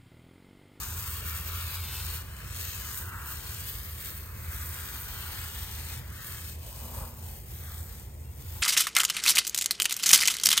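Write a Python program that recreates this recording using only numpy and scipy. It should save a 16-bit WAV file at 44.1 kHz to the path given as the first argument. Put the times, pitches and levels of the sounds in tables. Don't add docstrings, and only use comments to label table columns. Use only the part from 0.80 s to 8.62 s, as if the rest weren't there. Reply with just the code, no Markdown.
import sys
import numpy as np
from scipy import signal
from scipy.fft import rfft, irfft, next_fast_len
from scipy.io import wavfile
from scipy.ndimage import uniform_filter1d

SR = 44100
rng = np.random.default_rng(int(sys.argv[2]) if len(sys.argv) > 2 else 0)


def decibels_to_gain(level_db):
    exponent = np.asarray(level_db, float) / 20
    return 10 ** exponent


def wrap_up_sound(samples):
    columns = np.atleast_2d(samples).T
    tamed = np.clip(columns, -1, 1)
    steps = np.round(tamed * 32767).astype(np.int16)
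    wavfile.write(sys.argv[1], SR, steps)


N = 344852
FAST = next_fast_len(N)
HOP = 128


def evened(x):
    return x / np.sqrt(np.mean(x ** 2) + 1e-20)


def read(points, hz):
    f, *values = np.transpose(points)
    return np.squeeze([np.interp(np.log(hz + 1), np.log(f + 1), v) for v in values])


def play(rows, t):
    s, *values = np.transpose(rows)
    return [np.interp(t, s, v) for v in values]


def bells(s, width, t):
    return np.exp(-.5 * ((t[:, None] - s) / width) ** 2)


def drift(rate, count):
    slope = 1 / (1 + (np.fft.rfftfreq(FAST, 1 / SR) / rate) ** 2)
    slope[0] = 0
    return evened(irfft(rfft(rng.standard_normal((count, FAST))) * slope, FAST)[:, :N])


def spectra(x, size=4 * HOP):
    return signal.stft(x, SR, nperseg=size, noverlap=3 * size // 4)


def sound(z):
    size = 2 * z.shape[-2] - 2
    return signal.istft(z, SR, nperseg=size, noverlap=3 * size // 4)[1][..., :N]


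# t/s, force level/dB, slant/dB (+ wide fan, - hard point), spatter/dB, splash/dB
AIM = [(0, -43.5, -0.5, 3, -45.5), (.5, -39.5, 0, -0.5, -42.5), (.85, -42.5, 3.5, 0, -45.5),
       (1.3, -42, 3.5, 1, -47), (1.9, -41.5, 3, 4.5, -49), (2.35, -44.5, -1.5, 0, -38.5),
       (2.7, -44.5, 3.5, 4, -50.5), (3.1, -43, -1.5, -3.5, -50.5), (3.8, -43.5, -2, 0, -45.5),
       (4.5, -43.5, 4, 0.5, -46), (5.0, -46, 4.5, 2.5, -52.5), (5.55, -45.5, 1.5, 3, -47.5),
       (5.78, -45.5, 2.5, 1.5, -69), (6.2, -47, -2.5, 1, -44.5), (6.65, -49, -3, 0.5, -65),
       (6.9, -48, -1, 0.5, -48), (7.4, -52, -1, 3.5, -64.5), (7.82, -46.5, -1.5, -1.5, -57)]
# start t/s, fall/s, hold/s, recover/s, depth/dB
LULLS = [(1.363, 0.091, 0.18, 0.18, -12), (2.2, 0.12, 0.053, 0.15, -5.5), (3.301, 0.18, 0.046, .2, -7),
         (5.155, 0.078, 0.05, 0.18, -9), (5.697, 0.076, 0.028, 0.094, -9),
         (6.245, 0.082, 0.038, 0.11, -5.5), (6.577, 0.054, 0.016, 0.071, -4.5),
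         (7.199, 0.12, 0.22, 0.15, -7)]
# t/s, fizz level/dB, middle follows by/dB
CATCHES = [(.02, 3.5, 0.5), (.3, 2, -2.5), (.42, -6, 3), (.48, 2, -2), (.63, -3, -0.5), (.93, 4.5, -2.5),
           (1.021, -0.5, -2), (1.35, 1.5, -1), (1.62, 0.5, 2.5), (1.7, -1, 2), (1.82, 2, -3),
           (2.0, -2, -0.5), (2.18, 4, -7), (2.27, 0.5, -2.5), (2.5, 6.5, -4.5), (2.6, 0, -2),
           (2.9, 5.5, -4), (3.14, -3, 1.5), (3.27, 2.5, 2), (3.881, 3, -4), (3.96, 1, 1), (4.02, -2, 2),
           (4.16, 1.5, 0.5), (4.22, 2, -4.5), (5.12, 2.5, 0), (5.48, 3, -4.5), (5.92, -4, 0),
           (6.03, -0.5, 0), (6.2, 2, 0), (7.05, -1, -4.5)]
# t/s, f/Hz
SPLASH_HZ = [(0, 1180), (.5, 1460), (1.2, 1160), (1.55, 1503), (2.7, 1260), (3.8, 1446), (4.9, 1278),
             (5.6, 1536), (5.75, 956), (6.6, 918), (6.85, 1227), (7.3, 959), (7.82, 1090)]


def jet(t):
    force, slant, spatter, splash = play(AIM, t)
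    lull = 0
    for start, fall, hold, recover, depth_db in LULLS:
        lull = lull + np.interp(t, np.cumsum([start, fall, hold, recover]), [0, depth_db, depth_db, 0])
    s, top_db, middle_db = np.transpose(CATCHES)
    top, middle = (bells(s, 0.026, t) @ np.c_[top_db, middle_db]).T
    fizz = force + lull + top
    sizzle = spatter + 0.75 * middle
    patter = slant + middle + 0.028 * lull
    splash = splash + 0.27 * lull + 0.9 * (top + middle)
    octaves = 0.53 + .03 * slant
    return fizz, sizzle, patter, splash - fizz, play(SPLASH_HZ, t)[0], octaves


# t/s, peak level/dB
SPITS = [(0.407, -27), (0.599, -30), (0.63, -30), (0.649, -25), (1.7473, -24), (2.0581, -25), (2.154, -25),
         (2.175, -20), (2.182, -21), (2.187, -22), (2.4595, -31), (2.4792, -28), (2.7658, -30),
         (3.1837, -30), (3.9438, -29), (4.0567, -26), (5.0868, -27), (5.1376, -25), (5.3018, -33),
         (5.5322, -31), (5.878, -33), (6.0656, -31), (6.565, -35)]


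def droplets(clumps_db=1.17, grain_db=-0.5, spit_s=0.00056, smooth_hz=3460.0):
    clumps = clumps_db * drift(28.0, count=1)
    grain = grain_db * drift(1800.0, count=1)
    crowd = evened(decibels_to_gain(clumps + grain)[0])
    s, db = np.transpose(SPITS)
    spit_db = db - 13 - jet(s)[0]
    kicks = np.bincount((s * SR).astype(int), decibels_to_gain(spit_db), N)[:N]
    kicks += 1.6 * rng.random(N) * (rng.random(N) < 200 / SR)
    crowd = crowd + signal.lfilter([1], [1, -np.exp(-1 / (spit_s * SR))], kicks)
    noise = rng.standard_normal((2, N))
    film = signal.lfilter(*signal.butter(1, smooth_hz, fs=SR), (crowd - 1) * noise)
    return crowd * noise - film


# t/s, off the lawn/ms, off the plinth left/ms, right/ms
ECHOES = [(0, 2.25, 0.76, 0.72), (.3, 1.56, 0.88, 0.64), (.8, 1.54, 0.88, 0.69), (1.1, 2, 0.73, 0.75),
          (1.8, 1.55, 0.74, 0.6), (2.3, 1.93, 0.78, .63), (2.7, 1.9, 0.69, 0.72), (3.1, 1.54, 0.58, 0.4),
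          (3.6, 1.69, .45, 0.78), (4.4, 1.96, 0.71, 0.73), (5.05, 2.3, 0.456, 0.51), (5.4, 1.56, .72, 0.55),
          (6.3, 1.83, .81, 0.67), (6.8, 2.4, 0.52, 0.55), (7.82, 1.95, 0.61, 0.63)]
# later left/ms, later right/ms, strength/1
LAWN = [
    (0, .03, .32),
    (.31, .2, .32),
    (.68, .52, .2),
]


def echoes(hz, t, dull_hz=7060.0):
    lawn_ms, *plinth_ms = play(ECHOES, t)

    def late(ms):
        return np.exp(-2j * np.pi * hz * ms / 1000)

    paths = []
    for port in (0, 1):
        steps = sum(row[2] * late(row[port]) for row in LAWN)
        case = port * -.16 * late(.49)
        paths.append(late(lawn_ms) * steps + .28 * late(plinth_ms[port]) + case)
    return 1 + np.exp(-(hz / dull_hz) ** 2) * np.array(paths)


LAYER_HZ = (2200., 3900, 7250, 13100)
# f/Hz, level/dB per Hz
MIST = [(500, -15.5), (1200, -9.5), (2000, -4.5), (3000, -3), (5000, -2), (6300, -4), (7200, -2),
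        (8500, -2), (10000, -4.5), (12000, 0), (15900, -1.5)]
# t/s, level/dB
GRASS = [(5.75, -59.5), (6.234, -46.5), (6.354, -57.5), (6.56, -56), (6.59, -65), (6.812, -83), (6.82, -65),
         (7.2, -63)]
# t/s, half length/s, f/Hz, width/octaves, level/dB
HOLLOWS = [(.1, .12, 6570, 0.12, 3), (1.05, .2, 4300, .2, 3), (2.05, 0.15, 6600, 0.1, 4.5),
           (3.75, 0.072, 1550, 0.37, 4), (4.2, .25, 720, .2, 7), (4.95, 0.18, 945, 0.2, 7),
           (1.9, 0.12, 8500, 0.17, -3.5), (5.438, 0.13, 1520, 0.33, 2), (6.201, 0.097, 1800, .15, 5),
           (6.89, 0.08, 3380, 0.058, 5.5), (7.763, .06, 700, 0.42, 15)]
# f/Hz, likeness/0-1, left leads/radians, left over right level/dB
PORTS = [(400, 0.28, 0, 0), (975, 0.71, 0.42, 3.5), (1990, 0.84, 1.52, -1.5), (2750, 0.91, 2.5, -2),
         (3940, 0.27, 2, 5), (5180, 0.76, 3, 6.5), (6920, 0.83, 0.93, 5), (7800, 0.7, 2.35, 3.5),
         (8540, 1, -2.1, 7), (9800, 0.8, -2.2, -3), (9830, 1, -2, -2.5)]


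def spray(patchy_db=1.0, splash_db=4.0):
    hz, t, (near, other) = spectra(droplets())
    fizz, sizzle, patter, splash, centre, octaves = jet(t)
    octave = np.log2(hz + 1)[:, None]

    patter_swing = patter - patter.mean()
    layers = np.array([patter_swing, patter_swing, sizzle - sizzle.mean(), 0 * t])
    reach = read(np.c_[LAYER_HZ, np.eye(4)], hz)
    mist = decibels_to_gain(read(MIST, hz)[:, None] + reach.T @ layers)

    off_centre = (octave - np.log2(centre)) / np.maximum(octaves, .2)
    stone = decibels_to_gain(splash + splash_db) * np.exp(-.5 * off_centre ** 2)
    thud = decibels_to_gain(np.interp(t, *np.transpose(GRASS), -99, -99) - fizz + 11.5)
    grass = thud * np.exp(-.5 * ((octave - np.log2(690.0)) / 0.42) ** 2)
    body = np.hypot(mist, np.hypot(stone, grass))

    patches = rng.standard_normal((len(t), len(hz)))
    patches = uniform_filter1d(patches, size=40, axis=0)
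    patches = evened(uniform_filter1d(patches, size=4, axis=1)).T
    s, half, ring_hz, ring_oct, ring_db = np.transpose(HOLLOWS)
    ring = ring_db * bells(np.log2(ring_hz), ring_oct, octave[:, 0]) @ bells(s, half, t).T
    colour = decibels_to_gain(fizz + 6.5 + ring + patchy_db * patches) * body

    same, lead, pan_db = read(PORTS, hz)[:, :, None]
    same = np.clip(same, 0, 1)
    right = same * near * np.exp(-1j * lead) + np.sqrt(1 - same ** 2) * other
    ports = np.array([near, right * decibels_to_gain(-pan_db)])
    return sound(colour * echoes(hz[:, None], t) * ports)


# t/s, level/dB
DRONE = [(0, -36), (.6, -39.5), (1.3, -39), (1.8, -43), (3, -44.5), (3.8, -42.5), (5, -42), (6.4, -41.5),
         (6.9, -40), (7.82, -44)]
# t/s, half length/s, depth/dB
FALTERS = [(0.045, 0.039, -22), (0.287, 0.062, -6), (1.6, .1, -7.5), (2.042, 0.076, -16.5),
           (2.457, 0.17, -9), (2.93, 0.042, -6), (3.256, 0.038, -7), (4.14, 0.084, -10.5),
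           (4.401, 0.11, -4.5), (4.743, 0.032, -10), (5.277, 0.073, -8.5), (5.444, .04, -5.5),
           (5.912, 0.0571, -20), (6.1, 0.024, -13), (6.298, 0.056, -11), (6.66, 0.076, -9.5),
           (7.254, 0.1, -9), (7.596, 0.045, -6.5)]


def drone(t):
    s, width, db = np.transpose(FALTERS)
    falter = np.interp(t, t[::HOP], bells(s, width, t[::HOP]) @ db)
    return 80.5 + 0.32 * falter, play(DRONE, t)[0] + falter, falter


# f/Hz, level/dB per Hz
ROAD = [(15, -47), (25, -34), (54, -1), (81, -2.5), (104, -4.5), (266, -25.5), (421, -24.5), (678, -28.5),
        (1090, -28), (1180, -47), (2000, -32), (2600, -36), (4400, -120)]
# f/Hz, likeness/0-1
ROAD_SAME = [(60, 1), (120, 0.95), (240, 0.78), (480, 1), (950, 0.98), (1890, 0.41), (3770, 0.043),
             (15000, 0.6)]


def road(lumpy_db=1.0, lag_ms=0.37):
    hz = np.fft.rfftfreq(FAST, 1 / SR)
    tilt_db = -5.8 * np.log2(1 + hz / 4100.0)
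    a, b = rfft(rng.standard_normal((2, FAST))) * decibels_to_gain(read(ROAD, hz) + tilt_db)
    same = np.clip(read(ROAD_SAME, hz), 0, 1)
    right = same * a * np.exp(-2j * np.pi * hz * lag_ms / 1e3) + np.sqrt(1 - same ** 2) * b
    wash = evened(irfft([a, right], FAST)[:, :N])
    bare_db = 0.012 * drone(np.arange(N) / SR)[2]
    return wash * decibels_to_gain(-42.0 + bare_db + lumpy_db * drift(8.3, count=1))


# t/s, f/Hz, level/dB
WHINES = [
    [(1.1, 306.1, -69), (1.152, 315.1, -69), (1.204, 334.5, -77), (1.482, 312.3, -85), (2.44, 320.5, -68),
     (2.61, 328.4, -65), (2.8, 324.5, -78)],
    [(5.6, 225.6, -61), (5.704, 226, -69), (5.818, 226.2, -82), (6.036, 235.8, -55.5), (6.326, 236, -57),
     (6.55, 238.7, -54)],
]


def engines(wobble_hz=2.68, throb_db=1.0, fade_s=0.21):
    t = np.arange(N) / SR
    waver, throb = drift(5.7, count=2)
    hz, db = drone(t)[:2]
    out = decibels_to_gain(db + throb_db * throb) * np.sin(2 * np.pi * np.cumsum(hz + wobble_hz * waver) / SR)
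    for rows in WHINES:
        hz, db = play(rows, t)
        fade = np.clip(np.minimum(t - rows[0][0], rows[-1][0] - t) / fade_s, 0, 1)
        out += fade * decibels_to_gain(db) * np.sin(2 * np.pi * np.cumsum(hz) / SR)
    return np.sqrt(2) * out


# start t/s, end t/s, f/Hz, level/dB
CHIRP = (7.44, 7.52, 2756., -66.5)


def insect():
    t0, t1, hz, db = CHIRP
    t = np.arange(N) / SR
    fade = np.clip(np.minimum(t - t0, t1 - t) / 0.01, 0, 1)
    return decibels_to_gain(db) * fade * np.sin(2 * np.pi * hz * t)


def scene():
    pan_db = -2.5
    far = road() + engines() + insect()
    return spray() + far * decibels_to_gain([[pan_db / 2], [-pan_db / 2]])


def starved(z, hz, under_db):
    power = uniform_filter1d(uniform_filter1d(abs(z) ** 2, size=6, axis=1), size=3, axis=2)
    mask = uniform_filter1d(power.max(0), size=100, axis=0)
    band = np.minimum(np.arange(len(hz)) // 6 * 6 + 3, len(hz) - 1)
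    block = np.arange(z.shape[2]) // 2 * 2
    weak = (power < mask * decibels_to_gain(2 * under_db))[:, band][:, :, block]
    return np.where(weak & (hz[:, None] > 1900), 0, z)


def roll_off(x):
    return signal.sosfilt(signal.butter(12, 16000, fs=SR, output="sos"), x)


# from f/Hz, to f/Hz, sign on the right, share of blocks left apart/0-1
SHARED = [
    (8400, 9650, 1, .04),
    (10380, 11800, -1, .2),
    (11800, 22050, 1, 0),
]
# t/s, up to f/Hz
APART = [(.25, 12500), (1.65, 12800), (1.76, 13500), (2.19, 13800), (2.39, 13100), (5.13, 12400),
         (5.3, 12600), (5.36, 12600)]
# start t/s, end t/s, from f/Hz, to f/Hz
MONO_PATCH = (.97, 1.22, 2100, 3600)


def record(dry):
    hz, t, z = spectra(dry, size=2048)
    block = (t * SR / 1024).astype(int)
    luck = rng.random((block[-1] + 1, len(SHARED), 2))[block]
    wander = drift(5.1, count=1)[0, np.minimum(block * 1024, N - 1)]
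    edge_hz = 420.0 * np.round(wander)
    apart = np.zeros(z[0].shape, bool)
    for s, top in APART:
        apart |= np.outer((hz < top) & (hz > top - 3500), abs(t - s) < .013)

    turn = np.array([[1, 0.92], [1, -0.81]]) / np.sqrt(2)
    z = starved(z, hz, under_db=-10.5)
    z = starved(np.tensordot(turn, z, 1), hz, under_db=-8)
    z = np.tensordot(turn, z, 1)

    for k, (lo, hi, sign, share) in enumerate(SHARED):
        chance, depth = luck[:, k].T
        late_start = lo + (hi - lo) * depth ** 3
        ragged_start = lo + edge_hz * (k == 0) - 500 * depth ** 4 * (k < 2)
        start = np.where(chance < share, late_start, ragged_start)
        shared = (hz[:, None] >= start) & (hz[:, None] < hi) & ~apart
        z[1] = np.where(shared, sign * z[0], z[1])
    t0, t1, lo, hi = MONO_PATCH
    patch = np.outer((hz > lo) & (hz < hi), (t > t0) & (t < t1))
    z[1] = np.where(patch, z[0], z[1])
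    return roll_off(sound(z * (hz < 16000)[:, None]))


dry = scene()
out = record(dry)
wrap_up_sound(out)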